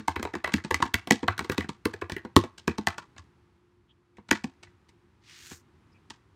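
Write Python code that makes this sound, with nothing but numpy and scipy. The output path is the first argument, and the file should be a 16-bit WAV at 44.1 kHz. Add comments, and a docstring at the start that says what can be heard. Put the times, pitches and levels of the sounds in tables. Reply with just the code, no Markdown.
"""Fast typing on a thin laptop on a desk in a small room, over a faint background of hiss and hum.
Each contact cracks, rings the key plate and thumps case and desk: noise bursts drive banks of decaying modes,
and a short diffuse tail answers. After a pause come one last wide key, down and up, and some light contacts.
Then a hand slides off the palm rest to a mouse: two swelling layers of friction noise, with a soft contact
before they die away. A last soft contact follows near the end."""
import sys
import numpy as np
from scipy import signal
from scipy.fft import rfft, irfft
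from scipy.io import wavfile

SR = 44100
rng = np.random.default_rng(int(sys.argv[2]) if len(sys.argv) > 2 else 0)


def store_wav(level_fs):
    """Save 16-bit WAV to argv[1]."""
    pcm = np.round(np.clip(np.atleast_2d(level_fs), -1, 1) * 32767)
    wavfile.write(sys.argv[1], SR, pcm.T.astype(np.int16))


N = 280035   # samples in the scene


def amp(db):
    """Decibel law: a level in dB becomes an amplitude factor."""
    return 10 ** (np.asarray(db) / 20)


def rms_one(x):
    """Power normalisation: scale to an rms of 1."""
    return x / np.sqrt(np.mean(x ** 2) + 1e-30)


def peak_at(db, x):
    """Peak normalisation: scale the largest excursion to a level in dB."""
    return amp(db) * x / np.max(np.abs(x))


def at_hz(points, hz, axis=1):
    """Logarithmic frequency scale: interpolate a table column along log frequency."""
    columns = np.array(points)
    return np.interp(np.log(np.maximum(hz, 1)), np.log(columns[:, 0]), columns[:, axis])


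def coloured(x, spectrum):
    """Linear filtering: weight each frequency of a noise by a spectrum."""
    hz = np.fft.rfftfreq(len(x), 1 / SR)
    return irfft(rfft(x) * amp(at_hz(spectrum, hz)), len(x))


def dying(t, t60):
    """Exponential damping: the amplitude falls by 60 dB in t60 seconds."""
    return amp(-60 * t / t60)


def filtered(x, order, hz, kind):
    """Maximally flat filtering: pass one side of a corner, or the band between two."""
    return signal.sosfilt(signal.butter(order, hz, kind, fs=SR, output="sos"), x)


def narrow(hz, width_hz):
    """Resonance: noise passed twice through one damped resonator wavers around its pitch; rms 1."""
    radius = np.exp(-np.pi * width_hz / SR)
    poles = [1, -2 * radius * np.cos(2 * np.pi * hz / SR), radius * radius]
    once = signal.lfilter([1], poles, rng.standard_normal(N + SR))
    twice = signal.lfilter([1], poles, once)
    return rms_one(twice[SR:])   # the first second lets the resonance build up


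# Background noise spectrum, relative density: pitch_hz [Hz], level_db [dB per Hz]
FLOOR_SPECTRUM = [(20, -32.5), (40, -15), (60, -3), (100, -3), (140, -8), (290, -13.5), (370, -11.5),
                  (450, -21.5), (620, -29), (950, -20.5), (2000, -28), (5000, -39), (10000, -48),
                  (13500, -56)]
# Background noise level over time: time_s [s], level_db [dB]
FLOOR_LEVEL = [(0, -62), (3.2, -61), (3.5, -64), (3.8, -67.5), (4.1, -67), (4.6, -62), (5.1, -64),
               (5.7, -61.5), (5.95, -61), (6.35, -63)]


def hiss_and_rumble():
    """Noise of fixed colour: hiss and rumble whose level sinks and rises slowly."""
    level_db = np.interp(np.arange(N) / SR, *np.transpose(FLOOR_LEVEL))
    return amp(level_db) * rms_one(coloured(rng.standard_normal(N), FLOOR_SPECTRUM))


# Hum lines: pitch_hz [Hz], level_db [rms dB], width_hz of each resonator pass [Hz]
HUM_LINES = [(352, -71.5, 11), (1262, -90, 12)]


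def hum():
    """Narrow-band noise: a small bandwidth makes each hum line waver slowly."""
    return sum(amp(level_db) * narrow(pitch_hz, width_hz) for pitch_hz, level_db, width_hz in HUM_LINES)


# Faint chirps: centre_s [s], pitch_hz [Hz], level_db [dB], length_s between the 1/e points [s]
FAINT_CHIRPS = [(3.907, 3210, -64.5, 0.033), (5.93, 5100, -69.5, .015), (5.961, 2460, -69, 0.038)]


def chirps():
    """Gaussian windowing: smooth short bells of band noise make faint chirps of fixed pitch."""
    t = np.arange(N) / SR
    out = np.zeros(N)
    for centre_s, pitch_hz, level_db, length_s in FAINT_CHIRPS:
        bell = np.exp(-((t - centre_s) / length_s * 2) ** 2)
        out += amp(level_db) * narrow(pitch_hz, 500) * bell
    return out


def background():
    """Superposition: hiss, hum and chirps add as independent pressures."""
    return hiss_and_rumble() + hum() + chirps()


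def swell(start_s, attack_s, hold_s, release_s, level_db):
    """Amplitude envelope: attack, hold and release with flanks bent by a power law."""
    t = np.arange(N) / SR - start_s
    remaining = attack_s + hold_s + release_s - t
    ramp = np.clip(np.minimum(t / attack_s, remaining / release_s), 0, 1)
    return amp(level_db) * ramp ** 2.2


# Slow and fast rubbing spectra, relative density: pitch_hz [Hz], level_db [dB per Hz]
SLOW_RUB_SPECTRUM = [(500, -30), (1000, -12.5), (1900, -1), (3500, -2), (5500, -4.5), (8900, -17.5),
                     (11000, -26.5), (16500, -36)]
FAST_RUB_SPECTRUM = [(880, -27), (1500, -2), (2940, -12.5), (6760, 0), (10500, -14), (15100, -14.5),
                     (16000, -21), (16500, -49.5)]
# Hand motion: start_s, attack_s, hold_s, release_s [s], level_db [dB]
SLOW_MOTION = (5.19, .105, .235, .045, -53.5)
FAST_MOTION = (5.22, .27, .045, .11, -51)


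def slide():
    """Stick-slip friction: skin on metal makes grainy noise; a brighter layer swells as the hand speeds up."""
    steps = np.repeat(rng.standard_normal(N // 60 + 1), 60)[:N]
    grain = amp(2.5 * steps)   # skin sticks and slips
    out = np.zeros(N)
    for motion, spectrum in [(SLOW_MOTION, SLOW_RUB_SPECTRUM), (FAST_MOTION, FAST_RUB_SPECTRUM)]:
        out += swell(*motion) * rms_one(coloured(grain * rng.standard_normal(N), spectrum))
    return out


# Diffuse tail of the room: pitch_hz [Hz], level_db [dB], t60_s [s]
ROOM_TAIL = [(120.45, -10.5, 0.12), (400, -10, 0.1), (1100, -17.5, 0.27), (3000, -21.5, 0.18),
             (7500, -19, 0.14), (14000, -20, 0.086)]
# Echo of the nearest wall: delay_s [s], level_db [dB]
NEAREST_WALL = (.0125, -23)


def room(x):
    """Reverberation: half-octave noise bands build up and decay, and the nearest wall adds one echo."""
    t = np.arange(SR // 2) / SR
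    tail = np.zeros(len(t))
    edges = 60 * 2 ** np.arange(0, 8.2, .5)
    for low, high in zip(edges, edges[1:]):
        band = filtered(rng.standard_normal(len(t)), 2, [low, high], "band")
        centre_hz = np.sqrt(low * high)
        build_up = np.clip(t / 0.0085, 0, 1) ** 2
        shape = dying(t, at_hz(ROOM_TAIL, centre_hz, axis=2)) * build_up
        tail += amp(at_hz(ROOM_TAIL, centre_hz)) * band * shape / np.sqrt(np.sum(shape ** 2))
    delay_s, level_db = NEAREST_WALL
    tail[round(delay_s * SR)] += amp(level_db)
    return signal.fftconvolve(x, tail)[:len(x)]


def rung(modes, near_hz, octaves, far_db, uneven_db, detune, t):
    """Modal superposition: one push rings all modes; those near the favoured pitch stand out."""
    hz, db, t60 = np.transpose(modes)[:, :, None]
    # hands and caps load the metal differently each time
    hz = hz * (1 + detune * rng.standard_normal(hz.shape))
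    farness = 1 - np.exp(-(np.log2(hz / near_hz) / octaves) ** 2)
    db = db + far_db * farness + uneven_db * rng.standard_normal(hz.shape)
    sign = rng.choice([-1, 1], hz.shape)
    return np.sum(amp(db) * sign * np.sin(2 * np.pi * hz * t) * dying(t, t60), axis=0)


# Desk top modes: pitch_hz [Hz], level_db [relative dB], t60_s [s]
DESK_MODES = [(80, -3, 0.11), (96.5, -1.5, 0.13)]


def desk_thump(t):
    """Inertia: the heavy desk top is slow to move, so its low modes fade in."""
    return rung(DESK_MODES, 90, 1, 0, 2.0, 0.065, t) * (1 - np.exp(-t / 0.0027))


# Laptop case modes: pitch_hz [Hz], level_db [relative dB], t60_s [s]
CASE_MODES = [(162.3, -7, 0.043), (202.3, -3, .09), (222.2, -3.5, 0.095), (243.6, -3.5, 0.063),
              (286.9, -1, .08), (334.2, -0.5, 0.1), (379.4, 4.5, 0.071), (447, 2, .07), (506, 0.5, 0.068),
              (610, -7.5, 0.031)]


def case_thump(case_hz, rattle, t):
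    """Forced vibration: a one-sided shove and the rattle drive the modes of the case."""
    shove = np.abs(rng.standard_normal(len(t))) * dying(t, 0.0056)
    shove += amp(-8.5) * rattle * rng.standard_normal(len(t))
    modes = rung(CASE_MODES, case_hz, 0.54, -10.5, 3.2, 0.027, t)
    case = signal.fftconvolve(modes, shove)[:len(t)]
    return filtered(case, 2, 120, "high")   # too small to radiate deep bass


# Key plate modes: pitch_hz [Hz], level_db [relative dB], t60_s [s]
PLATE_MODES = [(665, -1.5, 0.024), (799, -2.5, 0.028), (907.4, 0.5, 0.031), (968, -4.5, 0.031),
               (1049, -4, .035), (1130, 1.5, 0.029), (1284, -6, 0.044), (1446, 1.5, 0.02),
               (1587, -1, 0.031), (1676, 1.5, 0.023), (1820, 3, 0.019), (1981, 2, 0.027), (2240, 2, 0.02),
               (2566, 0.5, 0.017), (2990, -2, .008), (3450, -3.5, .006), (3980, -2.5, 0.011),
               (4300, -7, 0.0029)]


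def plate_ring(modes, contact_s, rattle):
    """Impulse excitation: one sharp blow and its noisy chatter drive the key plate."""
    t = np.arange(len(modes)) / SR
    push = amp(-12) * rng.standard_normal(len(t)) * (dying(t, contact_s) + amp(3) * rattle)
    push[0] = 1   # the sharp blow leads the chatter
    return signal.fftconvolve(modes, push)[:len(t)]


# Crack spectrum below the top treble, relative density: pitch_hz [Hz], level_db [dB per Hz]
CRACK_SPECTRUM = [(1500, -12.5), (3000, 8), (4500, 5), (6500, 1.5), (8500, -2)]


def contact_grit(top_db, t):
    """Broadband impact noise: the crack spectrum with its own top treble for each contact."""
    top = [(10500, top_db + 0.5), (14000, top_db), (16500, top_db - 5)]
    return rms_one(coloured(rng.standard_normal(len(t)), [*CRACK_SPECTRUM, *top]))


def crack(grit, contact_s, rattle, t):
    """Impact and chatter: a burst of contact noise, then a rattle that loses its top first."""
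    dull = filtered(grit, 2, 8500, "low")
    chatter = dull + (grit - dull) * dying(t, .28)
    burst = grit * dying(t, contact_s) * (1 - np.exp(-t / 0.00014))
    return burst + amp(3) * chatter * rattle


def loose_rattle(crack_db, t):
    """Repeated impact: uneven small contacts of the loose cap rise and die away."""
    lumps = amp(4.2 * np.repeat(rng.standard_normal(len(t) // 175), 175))
    # softer cracks rattle more for their strength, up to a ceiling
    share_db = min(-34.5 - .38 * crack_db, -21)
    return amp(share_db) * lumps * np.exp(-t / 0.028) * np.clip(t / .009, 0, 1) ** 2


def stroke(plate_db, desk_db, case_db, crack_db, case_hz, plate_hz, touch_db, top_db):
    """Impact sequence: a soft touch, the main blow 3.8 ms later, then the rattle of the loose cap."""
    t = np.arange(SR // 3) / SR
    lead = round(3.8 * SR / 1000)   # samples from touch to blow
    rattle = loose_rattle(crack_db, t)
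    contact_s = .005 - 0.00049 * plate_db   # soft blows smear out
    modes = rung(PLATE_MODES, plate_hz, 0.22, -8.5, 1.5, .02, t)
    grit = contact_grit(top_db, t)

    blow = peak_at(plate_db, plate_ring(modes, contact_s, rattle))
    blow += peak_at(crack_db, crack(grit, contact_s, rattle, t))
    blow += peak_at(case_db, case_thump(case_hz, rattle, t))
    blow += peak_at(desk_db, desk_thump(t))

    scuff = dying(t, 0.016) * (1 - np.exp(-t / 0.0004))   # skin meets the cap gently
    scuffed_plate = signal.fftconvolve(modes, rng.standard_normal(len(t)) * scuff)[:len(t)]
    touch = peak_at(plate_db - 4.5, scuffed_plate) + peak_at(crack_db, grit[::-1] * scuff)

    out = np.concatenate([np.zeros(lead), blow])
    out[:len(t)] += amp(touch_db) * touch
    return out, lead


# Single strokes: keys, one early key release and lighter hand contacts:
# start_s of the blow [s], plate_db, desk_db, case_db, crack_db [peak dB],
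# case_hz, plate_hz favoured [Hz], touch_db [dB on plate and crack], top_db of the treble [dB per Hz]
SINGLE_STROKES = [(-0.02, -24, -43, -22.5, -29, 212, 1603, -46, -20),
                  (0.081, -10.5, -34.5, -27.5, -19.5, 288, 900, -14, -10.5),
                  (0.162, -19.5, -34, -26, -32.5, 398, 890, -4, -5.5),
                  (0.196, -30, -59, -27, -38, 262, 1550, -32, -18),
                  (0.2281, -19, -36, -31, -26, 333, 930, -16, -7.5),
                  (0.2513, -21, -42, -27, -32.5, 400, 909, -21.5, -19),
                  (0.3384, -25.5, -63, -28, -42, 419, 1870, -10, -22),
                  (0.3522, -24, -45.5, -26.5, -30.5, 213, 1050, -17, -15.5),
                  (0.4441, -14.5, -43.5, -30, -28, 400, 1130, -15, -9),
                  (0.4757, -22.5, -50.5, -35.5, -33.5, 349, 1098, -19, -10),
                  (0.5212, -31, -79, -45.5, -32.5, 172, 1012, -19, -26),
                  (0.5805, -29.5, -50, -41.5, -45, 188, 1850, -9.5, -5),
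                  (0.6395, -39, -66, -70, -38, 409, 1600, -24, -27),
                  (0.7102, -12, -32.5, -22, -22.5, 382, 890, -9, -7),
                  (0.7437, -10.5, -34, -28.5, -14.5, 266, 2160, -30, -11),
                  (0.8027, -25, -59.5, -30.5, -40.5, 250, 900, -20, -18),
                  (0.8253, -10, -30, -26.5, -17.5, 280, 970, -13.5, -18),
                  (0.8555, -30, -37.5, -29, -36.5, 253, 925, -3.5, -11),
                  (0.9418, -10, -26.5, -26, -10.5, 253, 2260, -19.5, -6),
                  (1.073, -27, -58.5, -32, -27, 260, 970, -28, -6),
                  (1.2822, -8.5, -26.5, -26.5, -21, 350, 1370, -11, -10),
                  (1.3791, -27, -70, -41, -27, 172, 1530, -34, -6),
                  (1.3921, -16, -43, -30.5, -22, 253, 1302, -38, -11),
                  (1.4088, -30, -40.5, -26.5, -42, 228, 1560, -18, -5),
                  (1.4451, -33, -58, -34.5, -36, 392, 1110, -17, -14),
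                  (1.4975, -20, -33, -17, -22, 355, 1950, -24, -4),
                  (1.5204, -26, -49, -32, -29.5, 172, 1030, -2, -6),
                  (1.607, -24.5, -56, -53, -32.5, 212, 1890, -16, -7),
                  (1.6434, -34, -63, -30, -47, 230, 1680, -8, -18),
                  (1.8546, -16, -31, -14, -18.5, 380, 1092, -26, -5),
                  (1.9381, -26, -43, -32, -35.5, 432, 784, -7, -13),
                  (2.014, -32, -65, -54.5, -39, 280, 1620, -25, -12),
                  (2.0207, -24.5, -39, -24, -45, 383, 1080, -3, -11),
                  (2.0971, -24, -56, -39.5, -31.5, 351, 1670, -32, -11),
                  (2.165, -25, -50, -26.5, -37, 392, 1787, -23, -1),
                  (2.3645, -3, -16, -5.5, -1, 292, 1174, -28, -8.5),
                  (2.438, -27, -54, -30.5, -37, 269, 750, -21.5, -15),
                  (2.581, -42.5, -54, -57.5, -36.5, 349, 3095, -12, -22),
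                  (2.8712, -8, -35, -24.5, -12, 171, 1200, -26, -10.5),
                  (2.981, -24.5, -77, -42, -27.5, 345, 998, -22, -18),
                  (3.164, -45, -61, -55, -59, 171, 2596, -22.5, -12),
                  (3.181, -39.5, -46.5, -52, -35, 258, 999, -18, -30),
                  (4.1695, -50.5, -74, -66, -55.5, 263, 2130, -22, -22),
                  (4.1839, -44, -51, -40.5, -69, 213, 952, -29.5, -14),
                  (4.2895, -37.5, -57.5, -45, -37.5, 184, 2170, -9, -24),
                  (4.6324, -39.5, -58.5, -56, -38, 245.6, 2158, -7.5, -26),
                  (4.6722, -48.5, -58.5, -74, -70, 360, 1920, -4, -15),
                  (4.8898, -54, -57.5, -64, -50.5, 349, 2136, -8, -20),
                  (5.5151, -39.5, -49.5, -36.5, -42, 243, 1150, 0, -7),
                  (6.1043, -34, -58, -44.5, -30, 255, 1012, -8, -24.5)]
# Wide keys: down_s [s], plate_db, case_db [peak dB], plate_hz favoured [Hz],
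# up_s [s], up_case_db, up_crack_db [peak dB], up_top_db of the treble [dB per Hz]
WIDE_KEY_STROKES = [(0.5389, -11.5, -13.5, 2570, 0.6476, -25, -29.5, -34),
                    (1.1087, -1.5, -12, 1970, 1.2305, -22, -33, -47),
                    (1.58, -16.5, -15, 2760, 1.6911, -23, -26, -21),
                    (2.1198, -28, -29, 2090, 2.2493, -28.5, -45.5, -16),
                    (2.678, -13, -15, 2400, 2.7828, -20.5, -25, -17),
                    (4.3119, -5.5, -13.5, 2010, 4.4416, -22, -26, -21)]


def contacts():
    """Press and release: wide keys go down with a clack and spring back with a dull thud."""
    rows = list(SINGLE_STROKES)
    for down_s, plate_db, case_db, plate_hz, up_s, up_db, crack_db, top_db in WIDE_KEY_STROKES:
        # same columns as the single strokes
        rows.append((down_s, plate_db, -32, case_db, plate_db - 1.5, 228, plate_hz, -18, -13.5))
        rows.append((up_s, up_db - 4, up_db - 17, up_db, crack_db, 211, 900, -15, top_db))
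    return rows


def typing():
    """Linear superposition: overlapping contacts add, after one second of lead-in."""
    out = np.zeros(N + 2 * SR)
    for start_s, *settings in contacts():
        sound, lead = stroke(*settings)
        at = SR + round(start_s * SR) - lead
        out[at:at + len(sound)] += sound
    return out


def scene():
    """Superposition: keys with their room tail, the sliding hand and the background."""
    keys = typing()
    keys_in_room = (keys + room(keys))[SR:SR + N]   # drop the lead-in
    return (keys_in_room + slide() + background())[None]


def record(dry):
    """Band limiting and saturation: the microphone drops deep bass, peaks are rounded, the top is cut."""
    dry = filtered(dry, 2, 55, "high")
    rounded = dry / (1 + (dry / .86) ** 6) ** (1 / 6)
    # 70 dB down from 17 kHz upwards
    return signal.sosfilt(signal.cheby2(12, 70, 17000, fs=SR, output="sos"), rounded)


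dry = scene()
out = record(dry)
store_wav(out)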